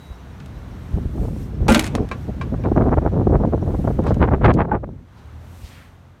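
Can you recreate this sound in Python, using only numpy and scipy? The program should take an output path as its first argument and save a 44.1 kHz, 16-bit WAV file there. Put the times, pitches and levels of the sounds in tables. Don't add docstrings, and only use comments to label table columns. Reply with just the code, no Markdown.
import sys
import numpy as np
from scipy import signal
from scipy.fft import rfft, irfft
from scipy.io import wavfile
from scipy.ndimage import uniform_filter1d, minimum_filter1d

SR = 44100
rng = np.random.default_rng(int(sys.argv[2]) if len(sys.argv) > 2 else 0)


def bounce(signal):
    frames = np.transpose(np.atleast_2d(signal))
    limited = np.clip(frames, -1, 1)
    pcm = np.round(limited * 32767).astype(np.int16)
    wavfile.write(sys.argv[1], SR, pcm)


N = 273420
TIME = np.arange(N) / SR

# time in seconds, level in dB.
WIND_LEVEL = [(0, -41.5), (.5, -32.5), (.9, -31.5), (.95, -21), (1.08, -28), (1.2, -20.5), (1.48, -27.5),
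              (1.65, -20), (2.1, -29), (2.7, -20.5), (3.25, -21), (3.85, -22), (4.15, -17.5), (4.68, -26.5),
              (4.95, -33), (5.09, -45.5), (5.5, -40.5), (6.2, -49.5)]
# peak time in seconds, level in dB, half length in seconds, eddy frequency in Hz.
GUSTS = [(0.981, -21.5, 0.0067, 249.7), (1.055, -22.5, .0045, 190), (1.16, -19, 0.0054, 173.7),
         (1.224, -27, 0.018, 253.4), (1.284, -27, 0.0052, 324), (1.366, -26, 0.0055, 209),
         (1.629, -26.5, 0.0035, 350), (1.955, -17, 0.0099, 300), (1.981, -23.5, 0.0058, 422),
         (2.004, -16, 0.0067, 279.4), (2.032, -20, 0.012, 226), (2.295, -21, .007, 289.5),
         (2.536, -17.5, 0.0091, 326), (2.668, -16.5, 0.014, 370), (2.72, -12, 0.0031, 340),
         (2.775, -12, 0.0093, 410.7), (2.815, -12, .016, 368.2), (2.876, -15, 0.018, 327),
         (2.929, -11.5, 0.0092, 390), (2.98, -14.5, 0.0065, 490), (3.029, -22.5, 0.0078, 417),
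         (3.064, -16.5, 0.012, 379), (3.134, -20.5, 0.0096, 333), (3.192, -16, 0.03, 274.4),
         (3.273, -8, .0045, 245), (3.305, -14.5, .0065, 310.5), (3.329, -7, 0.0033, 312),
         (3.352, -12.5, 0.0083, 402), (3.412, -16.5, 0.013, 312), (3.444, -8, .005, 360),
         (3.477, -18.5, 0.012, 208.5), (3.542, -14.5, 0.01, 336.5), (3.625, -21.5, 0.0081, 314),
         (3.69, -21.5, 0.021, 307), (3.747, -16, .0052, 337), (3.794, -19, 0.0057, 291),
         (3.85, -20.5, 0.0061, 374), (3.88, -16, 0.0072, 304), (3.908, -16, 0.0044, 394),
         (3.997, -12, .0062, 241), (4.072, -21.5, 0.02, 509), (4.112, -15.5, 0.0078, 381.4),
         (4.209, -9, 0.0089, 198), (4.231, -14, 0.015, 650.2), (4.283, -17.5, 0.0063, 531),
         (4.334, -15, .014, 460), (4.418, -21, 0.0051, 510), (4.454, -7, .009, 706), (4.496, -8, .012, 650),
         (4.559, -13.5, 0.017, 210), (4.605, -15.5, .016, 589.6), (4.652, -24.5, 0.0049, 476),
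         (4.686, -26.5, .012, 388), (4.744, -17, .018, 492.3), (4.838, -23.5, .0055, 430),
         (4.885, -26, 0.0051, 233)]
# time in seconds, relative level in dB.
AMBIENT_LEVEL = [(0, -60), (.9, -58), (1.3, -61.5), (1.7, -59), (1.86, -58), (2.2, -58), (3.3, -61),
                 (4.13, -58.5), (4.8, -71.5), (5.04, -69), (5.2, -62.5), (5.7, -62.5), (6.2, -68.5)]
# frequency in Hz, spectral density in dB.
KNOCK_SPECTRUM = [(300, 10), (1000, 1.5), (2500, -5), (4500, -13.5), (9000, -22), (16000, -39)]


def from_db(db):
    return 10 ** (np.asarray(db) / 20)


def in_time(rows):
    times, *columns = np.transpose(rows)
    return [np.interp(TIME, times, column) for column in columns]


def add(out, start_s, sound):
    start = int(np.clip(round(start_s * SR), 0, N - 1))
    out[start:start + len(sound)] += sound[:N - start]


def swell(t, half_s):
    return np.exp(-.5 * np.minimum((t / half_s) ** 2, 100))


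def noise(gain_at, size):
    hz = np.maximum(np.fft.rfftfreq(size, 1 / SR), 1)
    shaped = irfft(rfft(rng.standard_normal(size)) * gain_at(hz), size)
    return shaped / np.sqrt(np.mean(shaped ** 2) + 1e-20)


def colour(spectrum):
    points_hz, db = np.transpose(spectrum)
    corner_hz = points_hz[0] / 2
    return lambda hz: from_db(np.interp(np.log(hz), np.log(points_hz), db)) / (1 + (corner_hz / hz) ** 4)


def even_power(sound, window_s):
    return sound / np.sqrt(uniform_filter1d(sound ** 2, int(window_s * SR)) + 1e-6)


def strut_squeak():
    # time in seconds, pitch in Hz, level in dB.
    squeak = [(0, 3900, -55), (.07, 3875, -55.5), (.135, 3860, -57), (.17, 3800, -69), (.5, 3880, -83),
              (.56, 3930, -58), (.62, 3920, -90)]
    hz, level_db = in_time(squeak)
    waver = 1 + .003 * noise(lambda f: np.exp(-f / 40), N)
    phase = 2 * np.pi * np.cumsum(hz * waver) / SR
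    return from_db(level_db) * np.sin(phase) * (TIME < squeak[-1][0])


def outdoor_hush():
    # frequency in Hz, spectral density in dB.
    spectrum = [(150, 1), (400, 2.5), (800, 2.5), (1500, -2), (2500, -10.5), (4000, -14), (5000, -21.5),
                (6200, -19.5), (9000, -38.5), (16000, -47.5)]
    ambient_db, = in_time(AMBIENT_LEVEL)
    return from_db(ambient_db + 11) * noise(colour(spectrum), N)


def jacket_hiss():
    # frequency in Hz, spectral density in dB.
    spectrum = [(800, -20.5), (2000, 7), (4000, 2), (6500, 2), (9000, 2.5), (10500, -2), (13000, 1.5),
                (16000, -8)]
    # peak time in seconds, level in dB, half length in seconds.
    rubs = [(.05, -63.5, .08), (.98, -64, 0.17), (1.247, -56, 0.078), (1.408, -55, 0.052),
            (2.225, -62, 0.037), (3.822, -59, 0.13), (5.655, -55.5, 0.14)]
    ambient_db, = in_time(AMBIENT_LEVEL)
    rest_power = from_db(ambient_db - 6) ** 2
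    rub_power = sum((from_db(db) * swell(TIME - s, half_s)) ** 2 for s, db, half_s in rubs)
    return np.sqrt(rest_power + rub_power) * noise(colour(spectrum), N)


def wind_rumble():
    wind_db, = in_time(WIND_LEVEL)
    coarse_t = TIME[::64]
    gust_power = sum((from_db(db - 5.5) * eddy_hz / 500 * swell(coarse_t - s, half_s=.028)) ** 2
                     for s, db, _, eddy_hz in GUSTS)
    level_db = 10 * np.log10(from_db(wind_db) ** 2 + np.interp(TIME, coarse_t, gust_power))
    bass_colour = colour([(32, -18.5), (44, -1.5), (68, 0), (100, -3.5), (160, -8.5), (260, -15),
                          (450, -29.5), (800, -49.5), (2000, -83.5)])
    flutter_colour = colour([(150, 3), (230, -8), (350, -9), (600, -13.5), (1200, -48), (2500, -88)])
    bass = even_power(noise(bass_colour, N), window_s=.035)
    lumps_db = 3.2 * noise(lambda hz: np.exp(-hz / 35), N)
    flutter = noise(flutter_colour, N) * from_db(-10.5 + .071 * level_db + lumps_db)
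    return from_db(level_db - 1.88) * (bass + flutter)


def turbulence(eddy_hz, per_s, spread, size):
    t = np.arange(size) / SR
    count = max(int(per_s * size / SR), 3)
    arrival_s = (np.arange(count) + rng.random(count))[:, None] * t[-1] / count
    width_s = np.exp(spread * np.clip(rng.standard_normal((count, 1)), -2, 2)) / (2 * np.pi * eddy_hz)
    push, skew = rng.standard_normal((2, count))
    offset = (t - arrival_s) / width_s
    bell = 1 / (1 + offset ** 2) ** 2
    pressure = push @ ((1 - offset ** 2) * bell) + skew @ (2 * offset * bell)
    return even_power(pressure, window_s=.019)


def weak_eddies(per_s=16, half_s=.006, breeze_db=-20.5, db_per_octave=24.5):
    count = int(per_s * N / SR)
    jitter, size = rng.random((count, 2)).T
    times = (np.arange(count) + jitter) / per_s
    scatter_db = 2.5 * (2 * size - 1)
    excess_db = np.interp(times, *np.transpose(WIND_LEVEL)) - breeze_db + scatter_db
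    return [(s, -27 + 1.64 * db, half_s, 259 * 2 ** (db / db_per_octave))
            for s, db in zip(times, excess_db)]


def wind_buffets():
    out = np.zeros(N)
    for s, db, half_s, eddy_hz in list(GUSTS) + weak_eddies():
        t = np.arange(-3 * half_s, 3 * half_s, 1 / SR)
        speed = eddy_hz / 500
        pulses = turbulence(.64 * eddy_hz, per_s=1.4 * eddy_hz, spread=.26, size=len(t))
        dull_roll = turbulence(120, per_s=400, spread=.081, size=len(t)) * from_db(-5) * speed
        grain = noise(lambda hz: hz * np.exp(-hz / (1.1 * eddy_hz)), len(t))
        rasp = pulses * grain * from_db(-26) * speed ** 2
        envelope = swell(t, half_s) - swell(t[0], half_s)
        add(out, s + t[0], from_db(db) * (pulses + dull_roll + rasp) * envelope)
    return out


def twitter(count=90, until_s=3.9, low_hz=5240, high_hz=6000, width_hz=260):
    out, t = np.zeros(N), TIME[:SR // 10] - .05
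    for moment, pitch, strength in rng.random((count, 3)):
        centre_hz = low_hz + pitch * (high_hz - low_hz)
        chirp = noise(lambda hz: np.exp(-((hz - centre_hz) / width_hz) ** 2), len(t))
        add(out, moment * until_s, from_db(-71) * (.5 + strength) * swell(t, half_s=.009) * chirp)
    return out


def thumps():
    # centre time in seconds, envelope peak in dB, frequency in Hz.
    bumps = [(.11, -22, 53.7), (.31, -29, 55), (.57, -24, 90), (0.943, -6.5, 66), (1.059, -10, 69),
             (1.205, -14.5, 62.4), (1.618, -6.5, 72), (1.697, -3.5, 61), (2.982, -7, 74), (3.358, -6, 83.4),
             (4.127, -8.5, 74.6), (4.21, -3.5, 81), (4.337, -7, 70), (5.641, -22.5, 65.4)]
    out, t = np.zeros(N), TIME[:SR // 10] - .05
    for s, db, hz in bumps:
        envelope = np.exp(-(hz * t / .44) ** 2)
        add(out, s + t[0], from_db(db) * envelope * np.sin(2 * np.pi * hz * t))
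    return out


def impacts(contacts, modes, spectrum, crack_db, crack_t60, tail_db, tail_t60, treble_hz, scatter_db):
    out, t = np.zeros(N), TIME[:SR // 2]
    hz, mode_db, t60 = np.transpose(modes)
    polarity = (-1) ** np.arange(len(hz))
    decays = np.sin(2 * np.pi * hz[:, None] * t) * from_db(-60 * t / t60[:, None])
    gain_at = colour(spectrum)
    for s, db, cutoff_hz in contacts:
        crack = noise(gain_at, len(t)) * from_db(crack_db - 60 * t / crack_t60)
        dull_noise = noise(lambda f: gain_at(f) / np.hypot(1, f / treble_hz), len(t))
        tail = dull_noise * from_db(tail_db - 60 * t / tail_t60)
        ring = (from_db(mode_db + scatter_db * rng.standard_normal(len(hz))) * polarity) @ decays
        softness = signal.butter(2, min(cutoff_hz, SR * 4 / 9), fs=SR, output="sos")
        add(out, s, from_db(db) * signal.sosfilt(softness, crack + tail + ring))
    return out


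def latch_and_trim(slam_s=1.6822, rattle_s=.19, count=14, fall_db_per_s=74.5):
    # start in seconds, level in dB, low-pass cutoff in Hz.
    snaps = [(.402, -31.5, 4500), (.46, -38.5, 12000), (1.721, -8.5, 14000), (1.7457, -2, 9200),
             (1.749, -7, 9100), (1.758, -8, 4000), (1.794, -6.5, 15000), (1.8424, -16, 9000),
             (1.8655, -21, 11000), (1.875, -22, 10000), (1.952, -17.5, 9000), (2.0894, -35, 10000),
             (4.039, -35, 8000), (4.068, -32.5, 8000), (4.143, -33.5, 9000), (4.452, -26.5, 7000),
             (4.539, -30.5, 8000)]
    # frequency in Hz, level in dB, time to decay by 60 dB in seconds.
    modes = [(1770, -32, 0.042), (2190, -36.5, 0.061), (2534, -19.5, 0.064), (2830, -39, .08),
             (3470, -24.5, 0.05), (3800, -27.5, 0.07), (4430, -24.5, 0.06), (5290, -25, 0.051),
             (6520, -21, 0.03), (8040, -35, 0.032), (8700, -26, 0.042)]
    # frequency in Hz, spectral density in dB.
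    spectrum = [(600, 2.5), (1500, 11.5), (4000, 2.5), (5000, -0.5), (7500, -0.5), (11000, -2),
                (13000, -5.5), (16000, -6.5)]
    delays = rattle_s * (np.arange(count) + rng.random(count)) / count
    rattle = [(slam_s + delay, -14 - fall_db_per_s * delay, 12000) for delay in delays]
    return impacts(list(snaps) + rattle, modes, spectrum, crack_db=-4.5, crack_t60=.02,
                   tail_db=-17.5, tail_t60=.1, treble_hz=7050, scatter_db=.5)


def tailgate_slam():
    # start in seconds, level in dB, low-pass cutoff in Hz.
    contacts = [(1.6822, 0, 6960), (1.687, 3, 5520), (1.695, 3, 9000), (1.703, -2.5, 5000),
                (1.712, -3, 9000), (1.722, -18.5, 9000), (1.757, -2, 4000), (1.769, -17, 4000)]
    # frequency in Hz, level in dB, time to decay by 60 dB in seconds.
    modes = [(105, -17, .08), (215, -16.5, .15), (313.4, -20, 0.36), (325, -24.5, 0.18),
             (540, -17.5, 0.087), (594, -17.5, 0.11), (822, -28, 0.2), (848.5, -18.5, 0.099),
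             (1213, -23, 0.079), (1320, -37, 0.089), (1390, -30, 0.15), (1520, -29.5, 0.16),
             (1555, -26, 0.18), (2426, -25, 0.07)]
    # frequency in Hz, spectral density in dB.
    spectrum = [(130, -4.5), (250, 8), (500, -0.5), (900, -1.5), (1500, -17), (2500, -10.5), (4000, -20),
                (5000, -26.5), (9000, -16), (12000, -28.5), (16000, -35.5)]
    return impacts(contacts, modes, spectrum, crack_db=-12.5, crack_t60=.067,
                   tail_db=-25, tail_t60=.58, treble_hz=4000, scatter_db=5)


def cabin_boom(centre_hz=210.4, wander_hz=14.26):
    # time in seconds, relative level in dB.
    envelope = [(1.683, -61.5), (1.70, -23), (1.722, -4), (1.745, -24), (1.768, -7.5), (1.785, -29.5),
                (1.83, -32.5), (1.95, -50)]
    level_db, = in_time(envelope)
    hz = centre_hz + wander_hz * noise(lambda f: np.exp(-f / 30), N)
    phase = 2 * np.pi * np.cumsum(hz) / SR
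    sounding = (TIME > envelope[0][0]) & (TIME < envelope[-1][0])
    return from_db(level_db + 2) * np.sin(phase) * sounding


def hollow_clacks():
    # start in seconds, level in dB, low-pass cutoff in Hz.
    contacts = [(2.114, -5.5, 8000), (2.413, -8.5, 8000), (2.638, -18, 4960)]
    # frequency in Hz, level in dB, time to decay by 60 dB in seconds.
    modes = [(1051, -19, 0.08), (1146, -24, 0.13), (1400, -34, 0.15), (1614, -24, 0.058), (2080, -46, .06),
             (2350, -21.5, 0.052), (2620, -38, 0.12), (3327, -55, .1), (3850, -32, 0.051)]
    return impacts(contacts, modes, KNOCK_SPECTRUM, crack_db=-21.5, crack_t60=.086,
                   tail_db=-26.5, tail_t60=.2, treble_hz=3000, scatter_db=1.5)


def sleeve_swishes():
    # peak time in seconds, level in dB, half length in seconds, band centre in Hz.
    strokes = [(4.088, -47, 0.021, 2820), (4.543, -54, 0.0088, 3900), (5.187, -62, 0.017, 3200),
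               (5.29, -64, 0.041, 1370), (5.666, -51.5, 0.03, 3320), (5.738, -51.5, 0.032, 2250),
               (5.799, -52, 0.057, 1640)]
    out, t = np.zeros(N), TIME[:SR // 2] - .25
    for s, db, half_s, centre_hz in strokes:
        friction = noise(lambda hz: np.exp(-(np.log(hz / centre_hz) / .77) ** 2), len(t))
        add(out, s + t[0], from_db(db) * friction * swell(t, half_s))
    return out


def door_knocks():
    # start in seconds, level in dB, low-pass cutoff in Hz.
    contacts = [(4.453, 10, 2000), (4.588, -2.5, 1490), (4.606, -0.5, 1500), (4.7155, 4.5, 1080)]
    # frequency in Hz, level in dB, time to decay by 60 dB in seconds.
    modes = [(830, -18.5, .06), (900, -16, 0.033), (1130, -20, 0.044), (1508, -26, 0.062)]
    return impacts(contacts, modes, KNOCK_SPECTRUM, crack_db=-34.5, crack_t60=.014,
                   tail_db=-26, tail_t60=.071, treble_hz=1500, scatter_db=-6.5)


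def low_hum(fade_s=.09):
    # time in seconds, pitch in Hz, level in dB.
    glide = [(5.1, 68.1, -49), (5.25, 72.05, -40), (5.36, 79.5, -36), (5.52, 85.1, -44), (6.2, 91, -51)]
    # multiple of the pitch, relative level in dB.
    partials = [(1, -2), (1.5, -7.5), (2, -25)]
    hz, level_db = in_time(glide)
    phase = 2 * np.pi * np.cumsum(hz) / SR
    fade_in = np.clip((TIME - glide[0][0]) / fade_s, 0, 1)
    return np.sqrt(2) * fade_in * sum(from_db(level_db + db) * np.sin(k * phase) for k, db in partials)


def scene():
    car = strut_squeak() + tailgate_slam() + latch_and_trim() + cabin_boom()
    car += hollow_clacks() + door_knocks()
    surroundings = outdoor_hush() + jacket_hiss() + sleeve_swishes() + low_hum() + twitter()
    return (car + surroundings + wind_rumble() + thumps() + wind_buffets())[None]


def record(dry):
    ceiling, release_db_per_s = .7, 1400
    high_pass = signal.butter(3, 30, "high", fs=SR, output="sos")
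    low_pass = signal.ellip(12, .1, 80, 16000, fs=SR, output="sos")
    sound = signal.sosfilt(high_pass, dry)
    over_db = np.maximum(20 * np.log10(np.abs(sound[0]) / ceiling + 1e-9), 0)
    release_db = release_db_per_s * TIME
    held_db = np.maximum.accumulate(over_db + release_db) - release_db
    gain_db = uniform_filter1d(minimum_filter1d(-held_db, size=31), size=31)
    return signal.sosfilt(low_pass, sound * from_db(gain_db))


dry = scene()
out = record(dry)
bounce(out)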